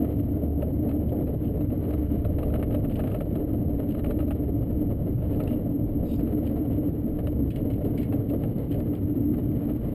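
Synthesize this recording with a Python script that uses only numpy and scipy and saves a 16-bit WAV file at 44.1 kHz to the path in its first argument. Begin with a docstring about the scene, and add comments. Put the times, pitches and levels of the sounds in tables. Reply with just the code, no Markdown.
"""A boomy rumble and a rush of air are heard first: the cabin of a glider rolling out along a runway.
Filtered noise gives the air over the canopy, the tyre's roar, the hollow fuselage and its drumming skin.
Harmonics of an unevenly slowing rotation give the wheel's throb. Bursts of contact noise excite damped
modes: a loose panel knocks, a latch snaps, metal fittings clink. Grit ticks, cloth rustles, a rod scrapes.
The camera evens the level, samples at a low rate and holds each sample, which adds a thin sizzle."""
import sys
import numpy as np
from scipy import signal
from scipy.fft import rfft, irfft, next_fast_len
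from scipy.io import wavfile
from scipy.ndimage import uniform_filter1d, map_coordinates

SR = 44100
rng = np.random.default_rng(int(sys.argv[2]) if len(sys.argv) > 2 else 0)


def output_pcm(signal):
    """Save a mono or channel-first signal as 16-bit PCM at the path in sys.argv[1].

    Samples are clipped to [-1, 1] before scaling.
    """
    pcm = np.clip(np.atleast_2d(signal).T, -1, 1) * 32767
    wavfile.write(sys.argv[1], SR, np.round(pcm).astype(np.int16))


N = 438354

# Levels are relative; the functions add their own gains.
# air noise and tyre roar along the runway: [t/s, roar level/dB, air level/dB]
RUNWAY_LEVELS = [(0, -38.5, -59.5), (0.4, -39, -65.5), (1.2, -38.5, -64), (1.65, -38.5, -63.5),
                 (1.9, -37, -59), (2.1, -39.5, -60.5), (2.45, -35.5, -62.5), (3.05, -38.5, -61.5),
                 (3.5, -38, -63), (4.1, -38.5, -63), (4.55, -40.5, -65), (5.35, -36.5, -61),
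                 (5.8, -40.5, -65.5), (6.3, -38, -61.5), (7.5, -40, -64.5), (8.5, -38, -61.5),
                 (9.1, -42.5, -63.5), (9.94, -39.5, -60)]
# shell and cockpit: [t/s, rumble level/dB, boom level/dB]
HULL_LEVELS = [(0, -32, -29), (1.2, -30.5, -29), (2.3, -30, -31), (3.2, -27.5, -29.5), (4.2, -31, -28.5),
               (5.2, -28, -32), (6.3, -30.5, -28), (7.3, -29, -30.5), (8.6, -28.5, -31.5),
               (9.3, -27.5, -26.5), (9.94, -29, -32.5)]
# bumps, or dips where negative: [t/s, change of roar level/dB, change of boom level/dB]
BUMPS = [(0.019, 4, 9), (0.45, 3.5, 0.5), (0.63, 4, -0.5), (0.75, -5.5, 1.5), (0.92, 3, 2),
         (1.14, 5.5, -0.5), (1.39, -6.5, -8.5), (1.68, -10.5, -5), (2.07, -7, -5.5), (2.141, 2, 7),
         (2.2, -7.5, -6), (2.74, 4.5, 1.5), (3.15, 0.5, -7.5), (4.31, 1, 1.5), (4.82, 4.5, 6),
         (4.971, -4, -4), (5.09, 2, 9), (5.16, -6.5, -2), (5.53, 4, 6.5), (6.02, 5.5, -3), (6.13, 0, 3),
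         (6.671, 3, -1), (7.41, 3, 5), (7.52, -4.5, 0.5), (7.66, 1.5, 6.5), (7.86, 4.5, 8), (8.05, -7, -4),
         (8.16, 3.5, 6.5), (8.24, -2.5, -2), (8.35, 5.5, 6), (8.639, -1.5, -6.5), (8.79, 5.5, -2.5)]
BUMP_S, AIR_SHARE = 0.029, 0.4  # time scale of a bump (s); share of its roar change (in dB) given to the air
# noise spectra of shell, tyre and canopy air: [f/Hz, spectral level/dB]
RUMBLE_SPECTRUM = [(22, -34), (44, -21), (58, -4.5), (78, -6.5), (101, 1), (134, -4.5), (153, -5.5),
                   (175, -5), (198, -11), (310, -21.5), (620, -76.5), (1500, -120)]
ROAR_SPECTRUM = [(250, -27), (380, -3), (425, 1.5), (490, -3), (600, -5), (660, -12), (705, -10),
                 (750, -17.5), (900, -25.5), (1200, -41), (4000, -110)]
AIR_SPECTRUM = [(320, -13), (820, -1), (1060, 1.5), (1300, 0.5), (1560, -5.5), (2120, -4), (2580, -11.5),
                (2960, -5.5), (3450, -15.5), (4050, -16), (4700, -23), (5800, -21.5)]
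# air resonances of the cockpit: [f/Hz, width/Hz, level/dB]
COCKPIT_RESONANCES = [(232, 38.7, -4.5), (285.5, 24, -1.5), (297.5, 27.5, -2), (350, 36, -13)]
# resonances of the thin skin: [f/Hz, width/Hz, level/dB]
SKIN_RESONANCES = [(605, 65, -1), (688, 40, -4)]
SKIN_DB, SKIN_FALL_DB_PER_S = -46, 1.5  # level at the start, before bumps, and its steady fall

# rotation of the wheel: [t/s, rotation f/Hz]
WHEEL_ROTATION = [(0, 15.1), (1, 15.1), (1.9, 14.1), (2.6, 15.2), (3.3, 16.3), (4, 11.6), (5, 9.8),
                  (6, 10.3), (7, 11.2), (8, 2.45), (9.94, 4.9)]
# wheel throb and ground shudder: [t/s, throb level/dB, shudder level/dB]
WHEEL_LEVELS = [(0, -28.5, -54), (1.7, -31, -53), (2.4, -28.5, -32), (3, -39.5, -34.5), (4.2, -33.5, -35.5),
                (5.3, -33, -41), (6.3, -36, -37), (7.2, -32.5, -44.5), (8.2, -46.5, -42), (9.94, -53, -37)]
# unevenness of the tyre: [multiple of the rotation f, level/dB]
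TYRE_HARMONICS = [(2, -15), (3, -6), (4, -13), (5, -4.5), (6, -13.5), (7, -5), (9, 0)]
# transmission of the landing gear: [f/Hz, gain level/dB]
GEAR_RESPONSE = [(15, -18.5), (22, -6), (30, 1), (42, -23), (58, -4), (75, 2), (95, -11.5), (110, -17.5),
                 (135, -11)]
# shudder of the ground: [f/Hz, spectral level/dB]
SHUDDER_SPECTRUM = [(10, -20), (20, 6.5), (29, 9.5), (45, 6.5), (60, 16.5), (80, -12), (160, -52),
                    (500, -120)]

# specks of grit that tick clearest: [t/s, level/dB]
CLEAR_SPECKS = [(2.481, -55), (3.19, -51), (4.351, -54), (5.309, -53.5), (5.359, -50.5), (5.4355, -42),
                (5.438, -44.5), (6.206, -47.5), (7.434, -54), (8.401, -57), (8.585, -51), (8.802, -45)]
# response of the belly to grit: [f/Hz, level/dB]
GRIT_RESPONSE = [(800, -30), (2500, -4), (4300, 8), (6000, -11.5)]
# short dry rustles: [t/s, level/dB, time scale/s]
RUSTLES = [(0.2, -64, 0.029), (1.098, -63, 0.02), (1.471, -62.5, 0.028), (2.93, -61, 0.034),
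           (2.965, -56, 0.009), (3.907, -59, .025), (5.32, -63, 0.036), (5.523, -61, 0.023),
           (6.472, -56.5, 0.022), (6.731, -60.5, .03), (6.87, -62.5, 0.021), (8.011, -58.5, 0.032),
           (8.301, -57.5, 0.011), (8.736, -57.5, .035), (8.957, -63, .02)]
# spectrum of a rustle: [f/Hz, spectral level/dB]
RUSTLE_SPECTRUM = [(700, -27), (1500, -3), (2200, -2), (3000, 3.5), (3600, -6.5), (4400, -9.5), (5500, -19)]

# knocks of the loose panel: [t/s, level/dB]
PANEL_KNOCKS = [(0.621, -38.5), (0.8893, -39), (0.9134, -40.5), (1.27, -47), (1.6063, -45), (1.701, -47),
                (1.8364, -48), (1.9051, -38.5), (1.9316, -41), (2.2475, -38), (2.385, -35.5),
                (2.428, -36.5), (2.501, -46.5), (2.5388, -34.5), (2.5554, -37.5), (2.593, -46),
                (2.6266, -33.5), (2.707, -42), (2.725, -41), (2.7427, -33), (2.8449, -38.5), (2.895, -45.5),
                (2.915, -42.5), (2.9913, -35), (2.999, -36.5), (3.036, -39.5), (3.0724, -36), (3.099, -45),
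                (3.1135, -40.5), (3.1433, -35), (3.204, -35.5), (3.3534, -39), (3.7965, -40.5),
                (3.9461, -40), (3.991, -40), (4.0425, -32.5), (4.06, -42), (4.106, -35), (4.1887, -36),
                (4.2034, -38), (4.2781, -44), (4.307, -35), (5.22, -46.5), (5.4, -33.5), (5.507, -39.5),
                (6.1935, -43), (6.2696, -45), (7.1866, -41.5), (7.269, -37), (8.1224, -36), (8.133, -39),
                (8.3358, -41), (8.4342, -36.5), (8.7997, -39.5), (8.9317, -44.5), (9.3368, -43.5),
                (9.6954, -42.5)]
MIDDLING_DB, RING_LOSS = -38.5, 0.31  # a middling knock; dB of ring lost, beside the crack, per dB above it
CALMING_DB_PER_S = 0.8  # steady fall of the panel's ring and buzz
# rise (s), time pressed against the frame (s), then 60 dB decay time once it parts (s)
KNOCK_RISE_S, KNOCK_HOLD_S, KNOCK_T60 = 0.002, 0.007, 0.033
# broad response of the panel: [f/Hz, level/dB]
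PANEL_RESPONSE = [(150, -40), (380, 2.5), (490, 4.5), (590, 25.5), (680, 1.5), (790, 11.5), (930, -6.5),
                  (1100, 0.5), (1300, -0.5), (1700, -5), (2900, -7.5), (3500, -19.5), (4050, -21),
                  (4700, -34.5), (5500, -42.5)]
# damped modes of the panel: [f/Hz, level/dB, 60 dB decay time/s]
PANEL_MODES = [(583, -5, 0.057), (578, 1.5, 0.05), (629, 5, 0.064), (660, -2, 0.05), (960, -17.5, 0.06),
               (1170, -20, .03), (1210, -15, 0.058), (1270, -10, 0.051), (1300, -16, 0.045),
               (1790, -19, 0.05), (2180, -22, 0.056), (2550, -19.5, 0.037), (2800, -18, .05),
               (3050, -23, 0.047), (3860, -21, 0.047)]
# damped modes of the frame in its dull thud: [f/Hz, level/dB, 60 dB decay time/s]
FRAME_MODES = [(575, -5.5, 0.025), (644, 2.5, 0.061), (705, -4, 0.04)]

# snaps of a latch: [t/s, level/dB, relative level of the shiver/dB]
LATCH_SNAPS = [(5.4752, -41, -4.5), (7.271, -44, -24)]
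# damped modes of the latch: [f/Hz, level/dB, 60 dB decay time/s]
LATCH_MODES = [(1880, -9, .02), (2180, -4, 0.032), (2810, 5, 0.044), (3030, -2.5, .05), (3380, -5, .02),
               (3860, -9.5, .02), (4930, -12, 0.014)]
# control rod rubbing in its guide: [t/s, level/dB, squeak f/Hz]
ROD_SCRAPE = [(6.03, -92, 3898.5), (6.065, -69, 3900.5), (6.11, -61, 3702.5), (6.148, -60.5, 3718.5),
              (6.163, -65, 4888.5), (6.2, -76, 4500.5), (6.24, -91.5, 4497)]
# resonances of the rubbing: [f/Hz, width/Hz, level/dB]
ROD_RESONANCES = [(2800, 800, -0.5), (3690, 260, -5.5), (4250, 460, -6), (4860, 340, -3.5),
                  (5330, 420, -6.5)]
# clinks of a metal fitting: [t/s, level/dB]
FITTING_CLINKS = [(7.5045, -44.5), (7.559, -42.5), (7.702, -50), (7.735, -51), (7.8475, -48.5),
                  (7.976, -42), (8.0286, -44.5)]
# damped modes of the fitting: [f/Hz, level/dB, 60 dB decay time/s]
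FITTING_MODES = [(1020, -11, 0.056), (2200, -1.5, .05), (2300, -1, 0.05), (2560, -5.5, .04),
                 (2810, -2.5, .04), (2950, -4.5, .035), (3100, -5.5, 0.033), (3330, -5.5, .03),
                 (4000, -9.5, .035), (4400, -17.5, .03)]
# broad rasp of the fitting: [f/Hz, level/dB]
FITTING_RASP = [(900, -17), (1600, -8), (2200, -2), (2900, -2), (3500, -7), (4100, -8.5), (5600, -14.5)]

# camera gain control: threshold (dB), share of the excess removed, averaging time (s)
LIMIT_DB, SQUEEZE, LEVEL_S = -25, 0.44, 0.04
EDGE_HZ, HOLD_HZ, TOP_HZ = 5450, 12000, 15500  # filter before sampling, sampling rate, final cut-off


def amp(db):
    """Logarithmic level: decibels to amplitude ratio."""
    return 10 ** (np.asarray(db) / 20)


def unit(x):
    """Normalisation to rms 1."""
    return x / np.sqrt(np.mean(x ** 2) + 1e-20)


def along(points, hz):
    """Interpolation of (f/Hz, value) points on a logarithmic frequency axis."""
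    f, values = np.transpose(points)
    return np.interp(np.log(hz + 1), np.log(f + 1), values)


def curves(rows):
    """Linear interpolation in time: one value per sample for each column after t/s."""
    s, *columns = np.transpose(rows)
    return [np.interp(np.arange(N) / SR, s, column) for column in columns]


def wobble(rate):
    """Slow random modulation: a smooth curve through random knots, rate of them a second."""
    knots = rng.standard_normal(int(N * rate / SR) + 4)
    return map_coordinates(knots, [np.arange(N) * rate / SR])


def swell(s, scale_s):
    """Gaussian envelope of height 1 centred on time s."""
    return np.exp(-np.minimum(((np.arange(N) / SR - s) / scale_s) ** 2, 50))


def filtered(x, response):
    """Linear filtering: the spectrum of x times a response of frequency."""
    size = next_fast_len(N + SR // 2)
    spectrum = rfft(x, size) * response(np.fft.rfftfreq(size, 1 / SR))
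    return irfft(spectrum, size)[:N]


def rush(spectrum):
    """Spectral shaping: Gaussian noise of rms 1 with the given spectrum."""
    return unit(filtered(rng.standard_normal(N), lambda hz: amp(along(spectrum, hz))))


def resonant(modes):
    """Resonance: noise of rms 1 gathered in peaks whose powers add."""
    def response(hz):
        power = 0
        for centre, width, db in modes:
            offset = (hz - centre) / (width / np.sqrt(2))
            power = power + amp(db) ** 2 / (1 + offset ** 2) ** 2
        return np.sqrt(power)
    return unit(filtered(rng.standard_normal(N), response))


def struck(spectrum, size=4096):
    """Minimum phase: the causal impulse response, of energy 1, that has this spectrum."""
    cepstrum = irfft(np.log(amp(along(spectrum, np.fft.rfftfreq(size, 1 / SR)))))
    # folding the cepstrum onto positive times makes the response causal
    cepstrum[1:size // 2] *= 2
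    cepstrum[size // 2 + 1:] = 0
    response = irfft(np.exp(rfft(cepstrum)))
    return response / np.linalg.norm(response)


def add(track, s, sound):
    """Superposition: mix a sound into the track at time s."""
    part = track[max(round(s * SR), 0):][:len(sound)]
    part += sound[:len(part)]


def chatter(t60, grit):
    """Random micro-contact: a decaying noise burst of energy 1, spikier with more grit."""
    t = np.arange(SR // 8) / SR
    sizes = np.exp(grit * rng.standard_normal(len(t)))
    burst = rng.standard_normal(len(t)) * sizes * amp(-60 * t / t60)
    return burst / np.linalg.norm(burst)


def ringing(modes, spread_db):
    """Modal superposition: damped sines of energy 1 in all, with random strengths at each call."""
    t = np.arange(SR // 6) / SR
    ring = np.zeros(len(t))
    for hz, db, t60 in modes:
        ring += amp(db + spread_db * rng.normal() - 60 * t / t60) * np.sin(2 * np.pi * hz * t)
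    return ring / np.linalg.norm(ring)


def fuselage():
    """Broadband excitation and resonance: shell rumble, cockpit boom, tyre roar, drumming skin and air."""
    roar_db, air_db = curves(RUNWAY_LEVELS)
    rumble_db, boom_db = curves(HULL_LEVELS)
    bump_db, heave_db = sum(np.outer(changes_db, swell(s, BUMP_S)) for s, *changes_db in BUMPS)
    flutter_db = 2.0 * wobble(55) + 0.5 * wobble(13)
    shake_db = bump_db + flutter_db
    skin_db = SKIN_DB - SKIN_FALL_DB_PER_S * np.arange(N) / SR
    rumble = amp(rumble_db + 1.3 * wobble(16)) * rush(RUMBLE_SPECTRUM)
    boom = amp(boom_db + heave_db + 1.4 * wobble(16)) * resonant(COCKPIT_RESONANCES)
    roar = amp(roar_db + shake_db) * rush(ROAR_SPECTRUM)
    skin = amp(skin_db + shake_db) * resonant(SKIN_RESONANCES)
    air = amp(air_db + 2.0 + AIR_SHARE * bump_db + flutter_db) * rush(AIR_SPECTRUM)
    return rumble + boom + roar + skin + air


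def wheel():
    """Periodic forcing: tyre harmonics weighted by the gear's response, plus the ground's random shudder."""
    rotation_hz, = curves(WHEEL_ROTATION)
    throb_db, shudder_db = curves(WHEEL_LEVELS)
    angle = 2 * np.pi * np.cumsum(rotation_hz) / SR
    shake = np.zeros(N)
    for multiple, db in TYRE_HARMONICS:
        order = round(multiple)
        phase = order * angle + rng.uniform(0, 2 * np.pi) + 0.085 * wobble(1.8)
        gain_db = db + along(GEAR_RESPONSE, order * rotation_hz) + 3.4 * wobble(4.0)
        shake += amp(gain_db) * np.sin(phase)
    throb = np.sqrt(2) * amp(throb_db) * shake
    return throb + amp(shudder_db) * rush(SHUDDER_SPECTRUM)


def tremble(count=260, level_db=4.0, scatter_db=2.5):
    """Random impact excitation: faint panel contacts buzz, following the air level and slowly calming."""
    _, air_db = curves(RUNWAY_LEVELS)
    contacts = np.zeros(N)
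    for when, size in zip(rng.uniform(0, N / SR, count), rng.standard_normal(count)):
        add(contacts, when, amp(scatter_db * size) * chatter(t60=0.052, grit=0.45))
    body = ringing(PANEL_MODES, spread_db=7.0)
    add(body, 0, struck(PANEL_RESPONSE))
    buzz = unit(signal.fftconvolve(contacts, body)[:N])
    return amp(air_db + level_db - CALMING_DB_PER_S * np.arange(N) / SR) * buzz


def specks(count=30, level_db=-53, range_db=4.0, clear_db=9):
    """Impulsive excitation: grit flicked by the tyre ticks on the belly, clearly or faintly."""
    ticks = np.zeros(N)
    for s, db in CLEAR_SPECKS:
        add(ticks, s, amp(db + clear_db) * chatter(t60=0.012, grit=0.8))
    for when, size in rng.random((count, 2)):
        add(ticks, when * N / SR, amp(level_db + range_db * size) * chatter(t60=0.008, grit=0.89))
    return signal.fftconvolve(ticks, struck(GRIT_RESPONSE))[:N]


def rustles(grain_db=5.5):
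    """Granular friction: brief strokes of unsteady noise, as of cloth shifting against the seat."""
    strokes = sum(amp(db) * swell(s, scale_s) for s, db, scale_s in RUSTLES)
    return strokes * unit(amp(grain_db * wobble(270)) * rush(RUSTLE_SPECTRUM))


def panel(ring_db=1, rebound_db=-12, rebound_s=0.014, thud_db=23.0, thud_grows=0.6, grit=0.72, colour_db=1.0):
    """Impact of damped bodies: chattering contact and a rebound excite the panel, and the frame thuds."""
    knocks, t = np.zeros(N), np.arange(SR // 8) / SR
    release = amp(-60 * np.maximum(t - KNOCK_HOLD_S, 0) / KNOCK_T60)
    pressure = np.minimum(t / KNOCK_RISE_S, 1) * release
    for s, db in PANEL_KNOCKS:
        hardness_db = db - MIDDLING_DB
        sizes = np.exp(grit * rng.standard_normal(len(t)))
        contact = pressure * rng.standard_normal(len(t)) * sizes
        contact /= np.linalg.norm(contact)
        add(contact, rebound_s * rng.uniform(0.8, 1.4), amp(rebound_db) * chatter(t60=0.042, grit=1.0))
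        # harder knocks crack more and ring less
        gain_db = ring_db - RING_LOSS * hardness_db - CALMING_DB_PER_S * s
        body = amp(gain_db) * ringing(PANEL_MODES, spread_db=3.0)
        add(body, 0, struck(PANEL_RESPONSE))
        # each knock has its own slight random colour
        spot = struck([(hz, colour_db * rng.normal()) for hz, _ in PANEL_RESPONSE])
        coloured = signal.fftconvolve(contact, spot)
        add(knocks, s - KNOCK_RISE_S / 2, amp(db + 25.5) * signal.fftconvolve(coloured, body))
        onset = np.minimum(t / (2 * KNOCK_RISE_S), 1)
        thud = ringing(FRAME_MODES, spread_db=1.5)[:len(t)] * onset
        add(knocks, s, amp(MIDDLING_DB + thud_grows * hardness_db + thud_db) * thud)
    return knocks


def latch(shiver_s=0.28):
    """Impact excitation of modes: the latch snaps against its catch, then shivers."""
    snaps = np.zeros(N)
    for s, db, shiver_db in LATCH_SNAPS:
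        contact = chatter(t60=0.025, grit=1.0)
        add(contact, 0.012, amp(shiver_db) * chatter(t60=shiver_s, grit=0.8))
        snap = signal.fftconvolve(contact, ringing(LATCH_MODES, spread_db=2.5))
        add(snaps, s, amp(db + 20.5) * snap)
    return snaps


def rod(squeak_db=-4, unsteady_hz=70):
    """Dry friction: resonant rubbing noise with a frequency-modulated, hoarse squeak."""
    scrape_db, squeak_hz = curves(ROD_SCRAPE)
    pitch = squeak_hz + unsteady_hz * wobble(600)
    squeak = np.sin(2 * np.pi * np.cumsum(pitch) / SR)
    rubbing = resonant(ROD_RESONANCES) + amp(squeak_db) * unit(squeak)
    return amp(scrape_db + 2.6 * wobble(170)) * rubbing


def fittings(ring_db=-1, settle_db=-6):
    """Repeated impact on metal modes: rough contact and a longer settling buzz make each clink."""
    clinks = np.zeros(N)
    for s, db in FITTING_CLINKS:
        body = amp(ring_db) * ringing(FITTING_MODES, spread_db=2.3)
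        add(body, 0, struck(FITTING_RASP))
        contact = chatter(t60=0.07, grit=0.8) + amp(settle_db) * chatter(t60=0.24, grit=0.9)
        add(clinks, s, amp(db + 18.5) * signal.fftconvolve(body, contact))
    return clinks


def scene():
    """Superposition of all sources at the seat, with 4 ms ramps at both ends."""
    ease = np.minimum(np.arange(N) / (0.004 * SR), 1)
    cockpit = fuselage() + wheel() + tremble() + specks() + rustles()
    cockpit += panel() + latch() + rod() + fittings()
    return (ease * ease[::-1] * cockpit)[None]


def record(dry):
    """Compression and sample-and-hold: swells are evened, then holding leaves faint spectral images."""
    mean_square = np.abs(uniform_filter1d(dry[0] ** 2, max(int(LEVEL_S * SR), 1)))
    level_db = 10 * np.log10(mean_square + 1e-12)
    even = dry[0] * amp(-SQUEEZE * np.maximum(level_db - LIMIT_DB, 0))
    band = filtered(even, lambda hz: 1 / np.sqrt(1 + (hz / EDGE_HZ) ** 30))
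    # images lie on both sides of the sampling rate; the hold weakens them by its sinc response
    mirrored = band * (1 + 2 * np.cos(2 * np.pi * HOLD_HZ * np.arange(N) / SR))
    return filtered(mirrored, lambda hz: np.sinc(hz / HOLD_HZ) * (hz < TOP_HZ))[None]


dry = scene()
out = record(dry)
output_pcm(out)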